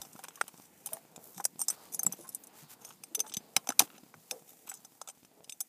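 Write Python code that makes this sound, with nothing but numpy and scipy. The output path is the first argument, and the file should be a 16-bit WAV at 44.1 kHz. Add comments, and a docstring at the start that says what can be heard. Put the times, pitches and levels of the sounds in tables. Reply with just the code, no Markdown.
"""A light tick of steel over a wash of ripples comes first: long pliers work a lure's hooks loose in a fish's mouth.
Each touch is a crack of noise plus brief decaying modes of hand-damped steel, with rebounds and a dull thud.
Between touches the jaws scrape in tiny slips, the lure ticks softly and wet gloves rub as filtered noise.
Dull knocks come with the harder tugs; around the small boat on calm water, damped tones plop at the hull,
noise with many small laps makes the ripples, and a faint flickering hiss is the open air."""
import sys
import numpy as np
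from scipy import signal
from scipy.fft import rfft, irfft, next_fast_len
from scipy.io import wavfile

SR = 44100
rng = np.random.default_rng(int(sys.argv[2]) if len(sys.argv) > 2 else 0)


def wav_record(signal):
    """Record a signal, one row per channel, as 16-bit PCM in the file named by sys.argv[1]."""
    frames = np.transpose(np.atleast_2d(signal))
    bounded = np.clip(frames, -1, 1)
    # unit amplitude maps onto the largest positive 16-bit level
    quanta = np.round(bounded * 32767).astype(np.int16)
    wavfile.write(sys.argv[1], SR, quanta)


N = 250691
TIME = np.arange(N) / SR

# steel on hooks; levels are rms over 10 ms, sparkle is relative to the ring:
# start_s, ring_db, thud_db (dull, into the fish), sparkle_db, pitch_hz (rings most)
CLINKS = [(0.0169, -45, -54, -1, 9000), (.05, -57, -56.5, -8, 8660), (.161, -63, -56.5, -2, 7800),
          (.191, -57, -47.5, -1, 6980), (.238, -51.5, -53.5, 6, 11700), (0.243, -52.5, -47.5, -15, 5800),
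          (.284, -48.5, -51, -6, 7360), (.412, -38, -39.5, -4, 5770), (.48, -52.5, -58, 6, 6340),
          (.86, -47.5, -58, 12.5, 8630), (.87, -48, -52, 5.5, 8620), (0.932, -47.5, -50, 15, 8700),
          (.969, -64, -49.5, -8, 8630), (1.161, -49.5, -57, -7, 10600), (1.38, -54, -49.5, -11, 8650),
          (1.442, -39, -59, -3, 8650), (1.452, -26, -41.5, 0.5, 10650), (1.592, -41, -52.5, -6, 7900),
          (1.603, -38.5, -56, -3, 8630), (1.6157, -30.5, -47, -3, 8650), (1.6836, -26.5, -48, -8, 6600),
          (1.701, -30.5, -50, -7, 8470), (1.946, -38.5, -58, 5, 10670), (1.993, -31, -47.5, -1, 6000),
          (2.032, -41, -49.5, 10, 11700), (2.065, -22, -45, -11, 7800), (2.1238, -38.5, -54, -0.5, 10700),
          (2.2904, -48, -74, 4, 8800), (2.348, -39.5, -68, 3, 8580), (2.437, -54.5, -77, 2, 8800),
          (2.47, -57.5, -70, 5.5, 9710), (2.8493, -46, -60.5, -5, 5800), (3.0367, -46.5, -59, -1.5, 7620),
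          (3.149, -40.5, -54, 8.5, 7000), (3.152, -34.5, -61, -3, 6160), (3.193, -40.5, -52, -3, 11700),
          (3.2029, -29.5, -51, -4.5, 6140), (3.265, -55, -55, -16, 6150), (3.296, -52, -73, -9, 5220),
          (3.323, -50, -72, -20, 5230), (3.339, -43, -73, 2.5, 5700), (3.345, -42.5, -61, -23, 5760),
          (3.3685, -36.5, -53.5, -4, 6800), (3.565, -26, -39, -1.5, 5040), (3.6726, -46, -44, -4, 5800),
          (3.69, -32, -36, -3, 6250), (3.703, -40.5, -42, -5.5, 12900), (3.721, -53, -46, -5.5, 6000),
          (3.7938, -20.5, -40, 2.5, 6346), (3.803, -34, -34.5, 1.5, 9420),
          (3.8123, -39.5, -46, -11.5, 6640), (3.819, -43, -38.5, 1, 6600), (3.98, -60, -58, -9, 5220),
          (4.141, -67.5, -51.5, -8.5, 7000), (4.311, -37, -48.5, -1.5, 5300), (4.696, -40, -61.5, -7, 7800),
          (4.715, -48.5, -49.5, -7, 9450), (4.74, -47.5, -68, -2, 9800), (4.8488, -50.5, -63.5, -8, 5270),
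          (5.015, -44.5, -44, -10, 5220), (5.075, -47.5, -53, -12.5, 9580), (5.087, -46, -53, -4, 6970),
          (5.098, -49.5, -59.5, -7.5, 9460), (5.2487, -62.5, -72, -2, 6940), (5.4438, -57, -74, -7.5, 5320),
          (5.4955, -44, -76.5, -6, 5170), (5.5224, -44.5, -73, -6, 13850), (5.6052, -38, -60, 3, 7800),
          (5.61, -37.5, -55.5, 1.5, 7800)]
# limits of thud, clank, ring, lower sparkle and upper sparkle: edge_hz
BAND_EDGES_HZ = [400, 2000, 5000, 9000, 11300, 15500]
# the clank is weak while the hooks dangle and strong once the jaws bite: time_s, clank_db (re the ring)
GRIP = [(0, -4.5), (1.16, -6.5), (1.6, -29), (2.3, -28), (3.15, -4), (3.56, 1.5), (3.69, -6), (3.79, -2.5),
        (4.31, -1), (4.72, -19), (5.02, -8.5), (5.5, -2.5), (5.62, -16)]
# flesh damps the steel, from a free touch to one pressed into the fish: thud_db, ring_time_factor
DAMPING = [(-47.5, 1), (-42, 0.53)]
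# lower and upper half of the sparkle: share_db
SPARKLE_SHARES_DB = [-4, -6]
# lead of the favoured mode at a hard touch; lighter ones ring it less
LEAD_DB, LEAD_PER_DB, HARD_RING_DB = 17.5, 0.56, -28.5
THUD_T60_S = 0.15  # the flesh soaks up the low modes faster still


def clinks(graze_db=-21, graze_s=0.002):
    """Each touch has a thud, a clank set by the grip, a ring and a sparkle; a light graze leads it in."""
    out = np.zeros(N)
    t = TIME[:SR // 8]
    for s, ring_db, thud_db, sparkle_db, ring_hz in CLINKS:
        loose = np.interp(thud_db, *np.transpose(DAMPING))
        lead_db = LEAD_DB + LEAD_PER_DB * (ring_db - HARD_RING_DB)
        blow = chatter(touch(t, ring_hz, lead_db, loose))
        thud, *steel = [band(blow, low, high, order=4)
                        for low, high in zip(BAND_EDGES_HZ, BAND_EDGES_HZ[1:])]
        clank_db = ring_db + np.interp(s, *np.transpose(GRIP))
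        sparkles_db = ring_db + sparkle_db + np.array(SPARKLE_SHARES_DB)
        levels_db = thud_db, clank_db, ring_db, *sparkles_db
        sound = 0
        for part, db in zip([thud * decay(t, THUD_T60_S), *steel], levels_db):
            strength = np.sqrt(np.sum(part ** 2) / (SR / 100))  # its energy as rms over 10 ms
            sound = sound + from_db(db) * part / strength
        add(out, s, sound)
        add(out, s - graze_s, from_db(graze_db) * sound)
    return out


# modes of the pliers and lure: pitch_hz, level_db, t60_s
MODES = [(785, -2.5, 0.07), (1260, -19.5, .025), (1310, -6.5, 0.026), (1660, -19.5, 0.038),
         (2560, -8, 0.0079), (3360, -15, 0.0088), (3620, -10.5, 0.032), (5190, -12, .05), (5710, -8, .022),
         (6150, 0, .042), (6990, -3, .035), (7800, -1, .038), (8650, -3, .048), (9440, -5, .045),
         (10660, -4, .045), (9540, -11, .03), (11730, -13, 0.026), (13200, -16, 0.0083), (11900, 6, 0.029),
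         (14000, -22.5, 0.16), (14850, -22.5, .025)]


def touch(t, ring_hz, lead_db, loose=1, favour_width_hz=250, vary_db=5.0, shift=0.011,
          twin_db=-8, twin_hz=130, crack_db=13, crack_t60=0.0015,
          scatter_db=6, scatter_t60=0.016, deck_db=-23, deck_t60=0.12):
    """One contact: a crack, its scatter off nearby surfaces, and modes favoured by the spot that is hit."""
    hz, db, t60 = np.transpose(MODES)[:, :, None]
    chance = rng.standard_normal((3, len(hz), 1))
    favoured = np.exp(-((hz - ring_hz) / favour_width_hz) ** 2)
    db = db + favoured * lead_db + (1 - favoured) * vary_db * chance[0]
    hz = hz * (1 + shift * chance[1])  # grip and hook load shift the modes at every touch
    phase = rng.random((2, len(hz), 1))
    # the two jaws ring slightly apart and beat
    jaw = np.sin(2 * np.pi * (hz * t + phase[0]))
    twin = np.sin(2 * np.pi * ((hz + twin_hz * chance[2]) * t + phase[1]))
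    jaws = jaw + from_db(twin_db) * twin
    ring = np.sum(from_db(db) * decay(t, t60 * loose) * jaws, axis=0) + hook_ring(t)
    crack = from_db(crack_db) * decay(t, crack_t60)
    scatter = from_db(scatter_db) * decay(t, scatter_t60)
    deck = from_db(deck_db) * decay(t, deck_t60)
    return hollowed(ring + (crack + scatter + deck) * rng.standard_normal(len(t)))


def hook_ring(t, hook_db=-15, hook_t60=0.037, count=18):
    """Hook points and split rings: many weak partials, new at every touch."""
    pitch, phase = rng.random((2, count, 1))
    hz = 4800 + 9000 * pitch ** 1.5
    partials = np.sin(2 * np.pi * (hz * t + phase))
    return from_db(hook_db) * decay(t, hook_t60) * np.sum(partials, axis=0)


# hollows between the families of modes: centre_hz, width_hz, depth_db
HOLLOWS = [(1995, 1100, -11), (4500, 1300, -8), (11370, 830, -7.5)]


def hollowed(x):
    """Carve causal dips into the spectrum."""
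    for hz, width_hz, depth_db in HOLLOWS:
        peak = signal.lfilter(*signal.iirpeak(hz, hz / width_hz, fs=SR), x)
        x = x - (1 - from_db(depth_db)) * peak
    return x


def chatter(blow, span_s=0.0037, rebound=0.74, count=4):
    """Steel rebounds a few times within milliseconds, which combs each touch in its own way."""
    out = blow.copy()
    for when, size in rng.random((count, 2)):
        strength = rebound * (1 - when / 2) * (2 * size - 1)  # of either sign, weaker when late
        add(out, when * span_s, strength * blow)
    return out


# jaws sliding on hook wire, mostly just before they slip off with a clink: start_s, length_s, level_db
SCRAPES = [(0.127, 0.021, -53), (0.329, 0.056, -54), (0.466, 0.25, -63), (1.331, 0.1, -49),
           (1.575, 0.085, -47), (1.914, 0.058, -43.5), (2.105, 0.047, -51), (2.17, 0.22, -55.5),
           (2.79, 0.16, -55.5), (3.225, 0.11, -55), (4.485, 0.029, -54.5), (4.663, 0.052, -48),
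           (4.73, 0.065, -55)]


def scrapes(slips_per_s=300, lead_db=4, loose=0.98):
    """Sliding steel: a run of uneven slips, each a tiny touch on the spot of the nearest clink."""
    out = np.zeros(N)
    slips = grains(slips_per_s, spread_db=5.0)
    clink_s, *_, clink_hz = np.transpose(CLINKS)
    for s, length_s, db in SCRAPES:
        swell = stroke(length_s)
        ring_hz = clink_hz[np.argmin(np.abs(clink_s - s - length_s / 2))]
        run = slips[round(s * SR):][:len(swell)] * swell
        slide = signal.fftconvolve(run, touch(TIME[:SR // 20], ring_hz, lead_db, loose))
        sound = band(slide, 3100, 12000, order=1)
        strength = np.sqrt(2 * np.sum(sound ** 2) / len(swell) + 1e-20)
        add(out, s, from_db(db) * sound / strength)
    return out


def jiggle(level_db, per_s=7, count=5):
    """Dangling hooks and split rings tick faintly at random, each with its own colour."""
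    t = TIME[:SR // 20]
    ticks = sum(signal.fftconvolve(grains(per_s, spread_db=3.0), touch(t, 6140, 0))[:N]
                for hook in range(count))
    return from_db(level_db) * rms_one(band(ticks, 600, 12000, order=1))


# dull knocks of fish and tool on the hardest tugs: start_s, pitch_hz, level_db, t60_s
KNOCKS = [(.374, 1120, -47.5, 0.052), (.412, 1390, -16, 0.013), (1.399, 808, -32, 0.049),
          (2.059, 183.4, -35.5, 0.17), (2.066, 1250, -39, 0.018), (3.369, 190, -31.5, .024),
          (3.565, 203, -33.5, 0.046), (3.566, 805, -24.5, 0.028), (3.567, 1065, -41.5, 0.088),
          (3.69, 262, -35, 0.064), (3.703, 800, -30, 0.035), (3.7945, 2530, -13.5, 0.0089),
          (3.803, 838, -24.5, 0.045), (3.804, 230, -27.5, 0.015), (3.819, 290, -32.5, 0.068),
          (4.716, 1510, -33.5, 0.0098)]


def knocks():
    """Fish and tool knock dully: damped tones of steady pitch with a quick rise."""
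    return damped_tones(KNOCKS, rise_s=0.0012, glide_per_s=0, rough=0.56)


# runs of soft ticks as the lure's body tumbles against the fish: start_s, length_s, rms_db
TUMBLES = [(0.026, 0.52, -64.5), (0.847, 0.15, -65.5), (2.109, .04, -58), (2.778, 0.18, -63.5),
           (3.303, .06, -63.5), (3.827, 0.18, -64), (4.657, 0.1, -60)]


def tumbles(ticks_per_s=160, tick_t60=0.02, low_hz=750, high_hz=3400):
    """Soft plastic on wet skin: uneven dull ticks that hardly ring."""
    out = np.zeros(N)
    t = TIME[:SR // 20]
    ticks = 0
    for spot in range(4):  # each spot has its own tick
        hits = grains(ticks_per_s / 4, spread_db=6.5)
        tick = decay(t, tick_t60) * rng.standard_normal(len(t))
        ticks = ticks + signal.fftconvolve(hits, tick)[:N]
    ticks = hollowed(band(ticks, low_hz, high_hz))
    for s, length_s, db in TUMBLES:
        swell = stroke(length_s)
        add(out, s, from_db(db) * rms_one(swell * ticks[round(s * SR):][:len(swell)]))
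    return out


# gloves and sleeves on wet skin: start_s, length_s, level_db (before the swell), tilt_db_per_octave
RUBS = [(.01, 0.23, -76, -6), (0.845, .17, -55.5, -2), (1.174, 0.2, -54.5, 2), (1.673, 0.097, -49.5, -5.5),
        (1.735, 0.19, -60, -5.5), (2.37, 0.092, -58, 17), (2.524, 0.15, -55, -5), (2.681, 0.075, -50, -4.5),
        (2.778, 0.19, -66, -5), (3.781, 0.09, -46.5, -5), (3.82, 0.15, -75.5, 2)]
# colour of the rubbing, before each stroke's tilt: frequency_hz, gain_db
GLOVE_SPECTRUM = [(1000, -13.5), (2000, -12.5), (4000, -9), (7000, -1), (10000, 0.5), (14500, 4),
                  (16000, -2)]


def gloves(crackle=0.4, snag_db=2.5):
    """Wet cloth rubbing: strokes of fine hiss that snag and crackle."""
    out = np.zeros(N)
    hiss = rng.standard_normal(N)
    crackles = crackle * rms_one(grains(per_s=230, spread_db=7.5))
    snags_db = snag_db * np.clip(drift(380), -1.5, 1.5)
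    friction = coloured(hiss + crackles, GLOVE_SPECTRUM) * from_db(snags_db)
    for s, length_s, db, tilt_db in RUBS:
        swell = stroke(length_s)
        size = len(swell)
        spectrum = rfft(friction[round(s * SR):][:size])
        hz = np.arange(len(spectrum)) * SR / size
        octaves = np.log2(np.maximum(hz, 1500))  # the tilt starts at 1500 Hz
        rub = rms_one(irfft(spectrum * from_db(tilt_db * octaves), size))
        add(out, s, from_db(db) * swell ** 1.4 * rub)
    return band(out, 110, 20000)


# water plops at the hull: start_s, pitch_hz, level_db
PLOPS = [(.919, 642, -40.5), (1.362, 177, -47.5), (2.182, 335, -47), (2.186, 582, -51.5), (2.24, 1040, -50),
         (2.62, 146, -51), (3.108, 318, -56), (3.171, 426, -43.5), (3.236, 849, -46.5), (4.15, 154.3, -52),
         (4.312, 498, -40.5), (4.35, 456, -48.5), (5.37, 418, -57.5)]


def plops(t60_s=0.13):
    """Water plops at the hull: damped tones that swell softly and bend upward."""
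    rows = [(*plop, t60_s) for plop in PLOPS]
    return damped_tones(rows, rise_s=0.014, glide_per_s=0.8, rough=0.5)


# ripples along the hull, a level curve before its trim: time_s, level_db
WASH = [(0.0, -57.5), (0.08, -65), (0.65, -67.5), (1.28, -60.5), (1.44, -69), (1.66, -65), (1.82, -59),
        (2.09, -62), (2.26, -63.5), (4.37, -66), (4.44, -67), (4.93, -71), (5.33, -68), (5.68, -76)]
# colour of the ripples: frequency_hz, gain_db
WATER_SPECTRUM = [(18, -56), (30, -38), (153, -2), (193, -0.5), (239, -1), (375, -4.5), (465, -2.5),
                  (551, -7.5), (793, -5), (1090, -12), (1910, -18.5), (3400, -20), (5000, -17.5),
                  (6500, -41), (11000, -120)]


def water(trim_db=2.76, lap_db=-6, patchy_db=3.67):
    """Ripples: a wash with many small laps in it, each octave swelling and sinking by itself."""
    (wash_db,) = in_time(WASH)
    lap = decay(TIME[:SR // 20], 0.0083) * rng.standard_normal(SR // 20)
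    laps = signal.fftconvolve(grains(per_s=120, spread_db=8.5), lap)[:N]
    wash = coloured(rng.standard_normal(N) + from_db(lap_db) * rms_one(laps), WATER_SPECTRUM)
    edges_hz = 25 * 2.0 ** np.arange(9)
    swells = 0
    for low, high in zip(edges_hz, edges_hz[1:]):
        sos = signal.butter(2, [low, high], "band", fs=SR, output="sos")
        octave = signal.sosfiltfilt(sos, wash, padtype="even")
        swells = swells + octave * from_db(patchy_db * drift(6.7))
    return from_db(wash_db + trim_db) * rms_one(swells)


# faint hiss of the open air, a level curve before its trim: time_s, level_db
HISS = [(0.0, -58), (0.35, -62), (0.55, -61.5), (1.69, -63.5), (2.17, -61), (2.32, -64), (3.31, -66),
        (3.89, -60.5), (4.0, -64.5), (4.54, -60), (5.21, -68), (5.68, -64.5)]
# colour of the hiss: frequency_hz, gain_db
AIR_SPECTRUM = [(1000, -15.5), (2000, -4.5), (4000, -8.5), (7000, 1), (10000, -0.5), (14500, 0), (16000, 0)]


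def air(level_db, tick_db=-9, flicker_db=2.0):
    """Faint hiss with a gently flickering level, dotted with tiny wet ticks."""
    tick = decay(TIME[:SR // 20], 0.003) * rng.standard_normal(SR // 20)
    ticks = signal.fftconvolve(grains(per_s=37, spread_db=-0.5), tick)[:N]
    hiss = coloured(rng.standard_normal(N) + from_db(tick_db) * rms_one(ticks), AIR_SPECTRUM)
    return from_db(level_db + flicker_db * drift(16)) * hiss


def damped_tones(rows, rise_s, glide_per_s, rough):
    """Low tones that swell and die away, bend by the glide and carry some noise around their pitch."""
    out = np.zeros(N)
    t = TIME[:SR // 4]
    for s, hz, db, t60 in rows:
        tone = np.sin(2 * np.pi * hz * t * (1 + glide_per_s * t / 2))
        noise = band(rng.standard_normal(2 * len(t)), hz * 0.61, hz * 1.52)
        noise = rms_one(noise[len(t):])  # skip the filter's build-up
        shape = (1 - np.exp(-t / rise_s)) * decay(t, t60)
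        add(out, s, from_db(db) * shape / shape.max() * (tone + rough * noise) / (1 + rough))
    return band(out, 92, 4000, order=4)


def grains(per_s, spread_db):
    """Tiny impulses at random times, of uneven size and either sign."""
    sizes = from_db(spread_db * np.minimum(rng.exponential(1, N), 4)) * rng.choice([-1, 1], N)
    return sizes * (rng.random(N) < per_s / SR)


def stroke(length_s):
    """Level of one swell of movement, half a sine."""
    size = round(length_s * SR)
    return np.sin(np.pi * np.arange(size) / size)


def drift(rate):
    """Random curve with a spread of about 1 and a new target rate times a second."""
    return np.interp(TIME * rate, np.arange(4000), rng.standard_normal(4000))


def coloured(x, spectrum):
    """Filter a noise by the spectrum, drawn over log frequency, and scale it to rms 1."""
    hz, db = np.transpose(spectrum)
    size = next_fast_len(N)
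    f = np.maximum(np.arange(size // 2 + 1) * SR / size, 1)
    gain = from_db(np.interp(np.log(f), np.log(hz), db))
    return rms_one(irfft(rfft(x, size) * gain, size)[:N])


def band(x, low, high, order=2):
    """Causal band-pass."""
    return signal.sosfilt(signal.butter(order, [low, high], "band", fs=SR, output="sos"), x)


def decay(t, t60):
    """Exponential fall by 60 dB in t60."""
    return np.exp(-np.log(1000) * t / t60)


def from_db(db):
    """Decibels to gain."""
    return 10 ** (np.asarray(db) / 20)


def rms_one(x):
    """Scale to rms 1."""
    return x / np.sqrt(np.mean(x ** 2) + 1e-20)


def in_time(rows):
    """The columns of a curve at every sample."""
    s, *columns = np.transpose(rows)
    return [np.interp(TIME, s, c) for c in columns]


def add(track, s, sound):
    """Mix a sound in at time s."""
    at = max(0, round(s * SR))
    track[at:at + len(sound)] += sound[:len(track) - at]


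def scene():
    """Pliers and fish close by, water all around."""
    (hiss_db,) = in_time(HISS)
    steel = clinks() + scrapes() + jiggle(hiss_db - 10.5)  # the jiggle follows the hiss curve
    handling = knocks() + tumbles() + gloves()
    background = plops() + water() + air(hiss_db - 1)
    return (steel + handling + background)[None]


def record(dry, cutoff_hz=15300):
    """The top is cut steeply by an elliptic low-pass."""
    return signal.sosfilt(signal.ellip(10, 0.2, 70, cutoff_hz, fs=SR, output="sos"), dry)


dry = scene()
out = record(dry)
wav_record(out)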